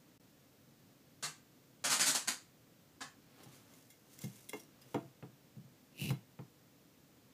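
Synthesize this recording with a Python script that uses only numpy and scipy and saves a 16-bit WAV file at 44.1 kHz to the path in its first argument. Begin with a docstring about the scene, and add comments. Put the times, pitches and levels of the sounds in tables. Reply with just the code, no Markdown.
"""A quiet room with a wooden reptile enclosure, where metal feeding tongs are handled.
Over a low murmur and hiss, a few gritty scraping strokes, each a crowd of tiny slips, ring out into the
room. Then a sleeve swishes and the steel tongs rustle and click in the hand. They knock on the enclosure,
whose box and panels thud, and drag briefly along it in stick-slip before a last bump."""
import sys
import numpy as np
from scipy import signal
from scipy.fft import rfft, irfft
from scipy.io import wavfile
from scipy.ndimage import uniform_filter1d

SR = 44100
rng = np.random.default_rng(int(sys.argv[2]) if len(sys.argv) > 2 else 0)


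def output_pcm(signal):
    """Save a mono or channel-first signal as 16-bit PCM at the path in sys.argv[1].

    Samples are clipped to [-1, 1] before scaling.
    """
    pcm = np.clip(np.atleast_2d(signal).T, -1, 1) * 32767
    wavfile.write(sys.argv[1], SR, np.round(pcm).astype(np.int16))


N = 323429
T = np.arange(N) / SR
RING_T = T[:SR // 2]


def amp(db):
    return 10 ** (np.asarray(db) / 20)


def unit_rms(x):
    return x / np.sqrt(np.mean(x ** 2) + 1e-20)


def decay(t60_s, t=RING_T):
    return np.exp(-np.log(1000) * t / t60_s)


def burst(t60_s):
    return rng.standard_normal(len(RING_T)) * decay(t60_s)


def curve_at(points, hz):
    """Linear interpolation over log frequency."""
    points_hz, values = np.transpose(points)
    return np.interp(np.log(hz + 1), np.log(points_hz + 1), values)


def add(mix, start_s, sound):
    part = mix[round(start_s * SR):][:len(sound)]
    part += sound[:len(part)]


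def lowpass(x, hz):
    return signal.sosfilt(signal.butter(2, hz, fs=SR, output="sos"), x)


def highpass(x, hz, order=2):
    return signal.sosfilt(signal.butter(order, hz, "high", fs=SR, output="sos"), x)


def excite(x, response):
    """Drives an impulse response scaled to unit energy."""
    return signal.oaconvolve(x, response / np.linalg.norm(response))[:len(x)]


def colour(x, spectrum, tilt_db_per_oct=0, top_hz=SR):
    """Minimum-phase filter: spectrum, tilt above 1 kHz, top edge."""
    hz = abs(np.fft.fftfreq(4096, 1 / SR))
    tilt_db = tilt_db_per_oct * np.log2(np.maximum(hz, 1000) / 1000)
    gain = amp(curve_at(spectrum, hz) + tilt_db) / np.hypot(1, (hz / top_hz) ** 8)
    response = np.exp(np.conj(signal.hilbert(np.log(gain))))
    return excite(x, np.fft.ifft(response).real)


def grains(per_s, spread_db, size=N):
    """Random impulses of uneven strength, unit RMS."""
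    strength = amp(spread_db * np.minimum(rng.exponential(1, size), 4))
    return unit_rms(strength * rng.standard_normal(size) * (rng.random(size) < per_s / SR))


def ring(modes, vary_db=0, spot_hz=SR, favour_db=7):
    """Damped sines, summed to peak 1; the struck spot favours modes near spot_hz."""
    hz, db, t60_s = np.transpose(modes)[:, :, None]
    nearness = np.exp(-(np.log(hz / spot_hz) / 0.042) ** 2)
    weight = amp(db + favour_db * nearness + vary_db * rng.standard_normal(hz.shape))
    sound = (weight * decay(t60_s) * np.sin(2 * np.pi * hz * RING_T)).sum(0)
    return sound / abs(sound).max()


# Background spectrum: f/Hz, level/dB
AIR_SPECTRUM = [(22, -29), (50, -20), (80, -13.5), (130, -2), (200, -7.5), (275, -4), (380, -14),
                (500, -12), (640, -17.5), (1000, -22), (2200, -24.5), (7000, -27), (10000, -32.5),
                (14500, -26.5)]

def air():
    """Steady low murmur of the room under microphone hiss."""
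    gain = amp(curve_at(AIR_SPECTRUM, np.fft.rfftfreq(N, 1 / SR)))
    return amp(-64.5) * unit_rms(irfft(rfft(rng.standard_normal(N)) * gain, N))


# Reverberation time: f/Hz, t60/s
ROOM_DECAY = [(150, 0.22), (700, 0.26), (2000, 0.29), (4600, 0.26), (7000, 0.26), (12000, 0.23)]

def room(x, wet_db, build_s=0.0025):
    """Direct sound plus dense reflections, each band dying at its own rate."""
    reflections = grains(per_s=7000, spread_db=0.48, size=len(RING_T))
    hz, t, bands = signal.stft(reflections, SR, nperseg=256)
    bands *= decay(curve_at(ROOM_DECAY, hz)[:, None], t)
    tail = signal.istft(bands, SR, nperseg=256)[1][:len(RING_T)]
    tail *= 1 - np.exp(-RING_T / build_s)
    return (x + amp(wet_db) * excite(x, tail)) / np.hypot(1, amp(wet_db))


# Modes of the steel tongs: f/Hz, level/dB, t60/s
TONG_MODES = [(1744, -3.5, 0.051), (2123, 6, 0.061), (2762, -3.5, 0.14), (3370, -10, 0.14),
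              (3970, -14, .11), (5020, -13, 0.071), (5740, -8.5, .055), (6470, -14, .097),
              (7240, -11.5, 0.088), (11000, -12, .04), (12040, -7.5, .05)]

def steel(x, spot_hz, grip_t60_s=0.052):
    """Contact rings the tongs; the grip damps them."""
    held = ring(TONG_MODES, vary_db=1, spot_hz=spot_hz, favour_db=17.5) * decay(grip_t60_s)
    return excite(x, highpass(held, hz=3600))


def hand_speed(moves, rise_share=0.48, swell_db=19.5):
    """Speed as a gain: each move gathers pace and eases off, linearly in dB."""
    power = np.zeros(N)
    for peak_s, db, length_s in moves:
        from_peak = np.maximum((peak_s - T) / rise_share, (T - peak_s) / (1 - rise_share)) / length_s
        power += amp(db - swell_db * np.minimum(from_peak, 10)) ** 2
    return np.sqrt(power)


# Grip shifts and arm moves: peak t/s, relative level/dB, length/s
GRIP_MOVES = [(3.41, -66, .3), (3.545, -59, .25), (3.77, -63, 0.53), (4.135, -58, 0.19), (4.235, -51, 0.13),
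              (4.365, -57.5, 0.5), (4.57, -54.5, 0.1), (4.92, -63.5, .4)]
ARM_MOVES = [(3.41, -61.5, 0.46), (3.55, -63, 0.32), (3.715, -66, 0.26), (4.22, -66.5, 0.53),
             (4.85, -68.5, 0.97)]
# Finger and sleeve friction spectra: f/Hz, level/dB
FINGER_SPECTRUM = [(200, -27), (800, -9), (2200, -5.5), (3500, -3.5), (4800, -3), (6200, 1), (9500, -2.5),
                   (15000, -4)]
SLEEVE_SPECTRUM = [(80, -2), (250, 9.5), (900, 0.5), (2200, -3.5), (4500, -6.5), (9000, -23)]

def handling():
    """The loose tong arms rub and tick in the fingers; the sleeve swishes as the arm moves."""
    ticks = amp(-11) * excite(grains(per_s=55, spread_db=4.5), burst(t60_s=0.03))
    slips = (grains(per_s=3100, spread_db=0) + ticks) * hand_speed(GRIP_MOVES)
    fingers = amp(-3) * colour(slips, FINGER_SPECTRUM) + amp(-26) * steel(slips, spot_hz=3650)
    sleeve = colour(grains(per_s=5000, spread_db=1) * hand_speed(ARM_MOVES), SLEEVE_SPECTRUM)
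    return room(fingers + sleeve, wet_db=-6.5)


# Tong arms meeting: t/s, relative level/dB, t60/s, favoured f/Hz
TONG_CLICKS = [(3.434, -48, 0.069, 11100), (3.737, -52.5, .044, 7300), (3.902, -51, 0.13, 7540),
               (4.1893, -37.5, .02, 7300), (4.2167, -41.5, 0.06, 7200), (4.241, -39, 0.045, 6440),
               (4.489, -42.5, .039, 10800), (4.4938, -32.5, 0.033, 11200), (4.596, -46.5, 0.098, 5750),
               (4.6357, -48, 0.014, 10900), (4.8153, -51.5, 0.087, 5090), (4.9445, -39, .011, 7250),
               (6.1045, -37, 0.048, 3930)]
# Steel contact spectrum: f/Hz, level/dB
CLICK_SPECTRUM = [(50, -35), (190, 2), (500, -8), (1500, -24), (2100, -15), (2600, -22), (3350, -3.5),
                  (4700, -14), (5700, -2.5), (6500, -7), (7300, -5), (8600, -5), (10200, -9), (10900, -5.5),
                  (11800, -6), (15000, -5.5)]

def clicks():
    """Steel on steel: a finger-damped tick and a faint clink."""
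    out = np.zeros(N)
    for start_s, db, t60_s, spot_hz in TONG_CLICKS:
        contact = amp(db - 6) * burst(t60_s)
        add(out, start_s, colour(contact, CLICK_SPECTRUM) + amp(-5) * steel(contact, spot_hz))
    return room(out, wet_db=-9.5)


BITE_S, STOP_S = 6.013, 6.1

def drag_force(bite_db, rise_db_per_s, slide_db_per_s, fall_db_per_s):
    """Rises until the tip bites, drifts while it slides, falls once it stops."""
    before_s, since_s, after_s = np.maximum([BITE_S - T, T - BITE_S, T - STOP_S], 0)
    change_db = slide_db_per_s * since_s - rise_db_per_s * before_s - fall_db_per_s * after_s
    return amp(bite_db + np.maximum(change_db, -120))


# Spectra of the tip on wood, skimming and pressed: f/Hz, level/dB
SKIM_SPECTRUM = [(1500, -29), (2200, -15.5), (2600, -0.5), (2900, 0.5), (3200, -17), (4500, -19.5)]
PRESS_SPECTRUM = [(40, -25), (85, 14), (135, 24.5), (300, 12), (600, -2.5), (1000, -11), (1650, -34),
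                  (4000, -1), (5200, -6.5), (7500, -24), (10000, -6.5), (15000, -10.5)]

def drag():
    """Stick-slip rasps in one broad resonance; pressure adds grit, rings the steel, shakes the box."""
    skim = drag_force(bite_db=-44, rise_db_per_s=433, slide_db_per_s=-57, fall_db_per_s=1996)
    press = drag_force(bite_db=-45, rise_db_per_s=379, slide_db_per_s=16, fall_db_per_s=601)
    rasp = colour(grains(per_s=1500, spread_db=1) * skim, SKIM_SPECTRUM)
    slips = grains(per_s=1500, spread_db=2) * press
    biting = slips * (T > BITE_S) * (T < STOP_S)
    shake = amp(2) * excite(biting, highpass(ring(BOX_MODES), hz=99, order=5))
    grit = amp(2) * colour(slips, PRESS_SPECTRUM)
    tongs = amp(-16) * steel(slips, spot_hz=3920)
    return room(rasp + shake + grit + tongs, wet_db=-12)


# Strokes: t/s, swell/s, fade/s, relative level/dB, tilt/(dB/oct), hollow ring/dB
SCRAPE_STROKES = [(1.226, .014, 0.027, -36.5, -0.5, -18), (1.8402, 0.01, 0.044, -32.5, -0.3, -18),
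                  (1.897, 0.026, 0.048, -30.5, 1.06, -30), (1.994, .02, 0.034, -29.5, 1, -18),
                  (2.058, 0.018, 0.042, -29, 2.15, -22), (2.146, 0.0034, .034, -33.5, 1.4, -32),
                  (2.275, 0.0078, 0.011, -32.5, -0.5, -32), (3.006, 0.013, .018, -44, -3.5, -8)]
# The edge catches and snaps free: t/s, relative level/dB
EDGE_SNAPS = [(1.233, -46), (1.9971, -25.5), (2.0677, -31), (2.1508, -23.5), (2.158, -24.5),
              (2.2817, -24.5), (2.2881, -22.5)]
# Scraping spectrum: f/Hz, level/dB
GRIT_SPECTRUM = [(60, -32), (135, -14.5), (255, 2), (390, -8), (700, -1.5), (1250, 1), (1900, 1.5),
                 (2300, -2.5), (3600, -2.5), (4600, 2), (5400, -2.5), (6700, 2), (8000, 0.5), (11500, -9)]
# Low and hollow modes of the scraped object: f/Hz, level/dB, t60/s
LOW_MODES = [(155, -3, 0.27), (266.3, 1, 0.2), (287, -3.5, 0.14)]
HOLLOW_MODES = [(1575, -12, 0.58), (1742, 0, 0.3), (1690, 6, 0.16)]

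def scrapes(bite_share=0.52, top_hz=12200):
    """Each stroke bites, swells and lets go: a crowd of slips, heard mostly through the room."""
    out = np.zeros(N)
    for start_s, swell_s, fade_s, db, tilt_db_per_oct, hollow_db in SCRAPE_STROKES:
        force = np.interp(RING_T, [0, swell_s, swell_s + fade_s], [bite_share, 1, 0])
        slips = force * grains(per_s=16000, spread_db=1.1, size=len(RING_T))
        grit = room(colour(slips, GRIT_SPECTRUM, tilt_db_per_oct, top_hz), wet_db=1.5)
        low_db = -18.5 - 1.6 * tilt_db_per_oct  # duller strokes stir the low modes more
        low = amp(low_db) * excite(slips, ring(LOW_MODES))
        hollow = amp(hollow_db) * excite(slips, ring(HOLLOW_MODES))
        add(out, start_s, amp(db) * (grit + highpass(low + hollow, hz=143)))
    for start_s, db in EDGE_SNAPS:
        snap = colour(burst(t60_s=0.009), GRIT_SPECTRUM, top_hz=top_hz)
        add(out, start_s, amp(db) * room(snap, wet_db=0.5))
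    return amp(2.5) * out


# Blows: t/s, relative box level/dB, panel level/dB, contact cutoff/Hz, tong level/dB, favoured f/Hz
ENCLOSURE_KNOCKS = [(3.46, -45, -51, 1000, -77, 800), (4.2383, -28, -40.5, 600, -46.5, 201),
                    (4.5325, -49.5, -33, 1400, -34.5, 422), (4.9442, -30.5, -22, 1270, -41, 655),
                    (5.049, -46, -71, 400, -82, 135), (5.2255, -38, -40, 1700, -77, 410),
                    (5.567, -37.5, -52, 497, -80, 202), (5.645, -48, -70, 400, -82, 135),
                    (6.1049, -24, -33.5, 2020, -44, 5060), (6.39, -35, -41.5, 1500, -63, 455)]
# Modes of the whole box and of its wooden panels: f/Hz, level/dB, t60/s
BOX_MODES = [(115.6, -12.5, 0.41), (133.4, 6.5, 0.13), (161.8, 2.5, 0.14), (199.7, -3.5, 0.143)]
PANEL_MODES = [(209.4, -3, 0.14), (292, 3.5, 0.11), (337.5, -2, 0.17), (427, 1, 0.078), (486, 2.5, 0.085),
               (671.7, -11.5, 0.22), (746, -9.5, 0.14), (805, 0, 0.067), (893, -2.5, 0.058),
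               (1036, -19, 0.19), (1237, -19, 0.08), (1400, -25, 0.13), (1840, -19, 0.081),
               (2490, -30, 0.053)]
# Spectrum of the many weak panel modes: f/Hz, level/dB
CLATTER_SPECTRUM = [(70, -55), (200, -11), (1000, 7), (1700, 0.5), (3300, 3.5), (9000, -15)]

def knocks():
    """A blow cracks, rocks the box, rings panels and tongs; harder contact reaches higher panel modes."""
    out = np.zeros(N)
    box_onset = 1 - np.exp(-RING_T / 0.0035)  # the heavy box is slow to start
    panel_onset = 1 - np.exp(-RING_T / 0.0033)
    for start_s, box_db, panel_db, contact_hz, tongs_db, spot_hz in ENCLOSURE_KNOCKS:
        box = ring(BOX_MODES, spot_hz=spot_hz, favour_db=6.5) * box_onset
        box = highpass(box, hz=108, order=5)
        crack = burst(t60_s=0.14) + amp(8) * burst(t60_s=0.026)
        clatter = amp(-13.5) * colour(crack, CLATTER_SPECTRUM)
        panels = amp(7.5) * ring(PANEL_MODES, spot_hz=spot_hz, favour_db=7.5) * panel_onset
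        panels = lowpass(highpass(panels + clatter, hz=180, order=3), contact_hz)
        tongs = highpass(ring(TONG_MODES, spot_hz=spot_hz, favour_db=17), hz=900)
        add(out, start_s, amp(box_db + 3) * box + amp(panel_db) * panels + amp(tongs_db) * tongs)
    return room(out, wet_db=-10.5)


def scene():
    return (scrapes() + knocks() + clicks() + handling() + drag() + air())[None]


def record(dry):
    """Small microphone without deep bass, one brief dip in level, then a band limit."""
    low_cut_hz, top_hz = 30, 15400
    dip_s, dip_length_s, dip_db = 0.179, 0.018, -24
    in_dip = (T > dip_s) & (T < dip_s + dip_length_s)
    dip_gain = amp(dip_db * uniform_filter1d(in_dip.astype(float), size=150))
    heard = highpass(dry[0], low_cut_hz) * dip_gain
    band_limit = signal.firwin(511, top_hz, window=("kaiser", 9), fs=SR)
    return signal.oaconvolve(heard, band_limit, "same")[None]


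dry = scene()
out = record(dry)
output_pcm(out)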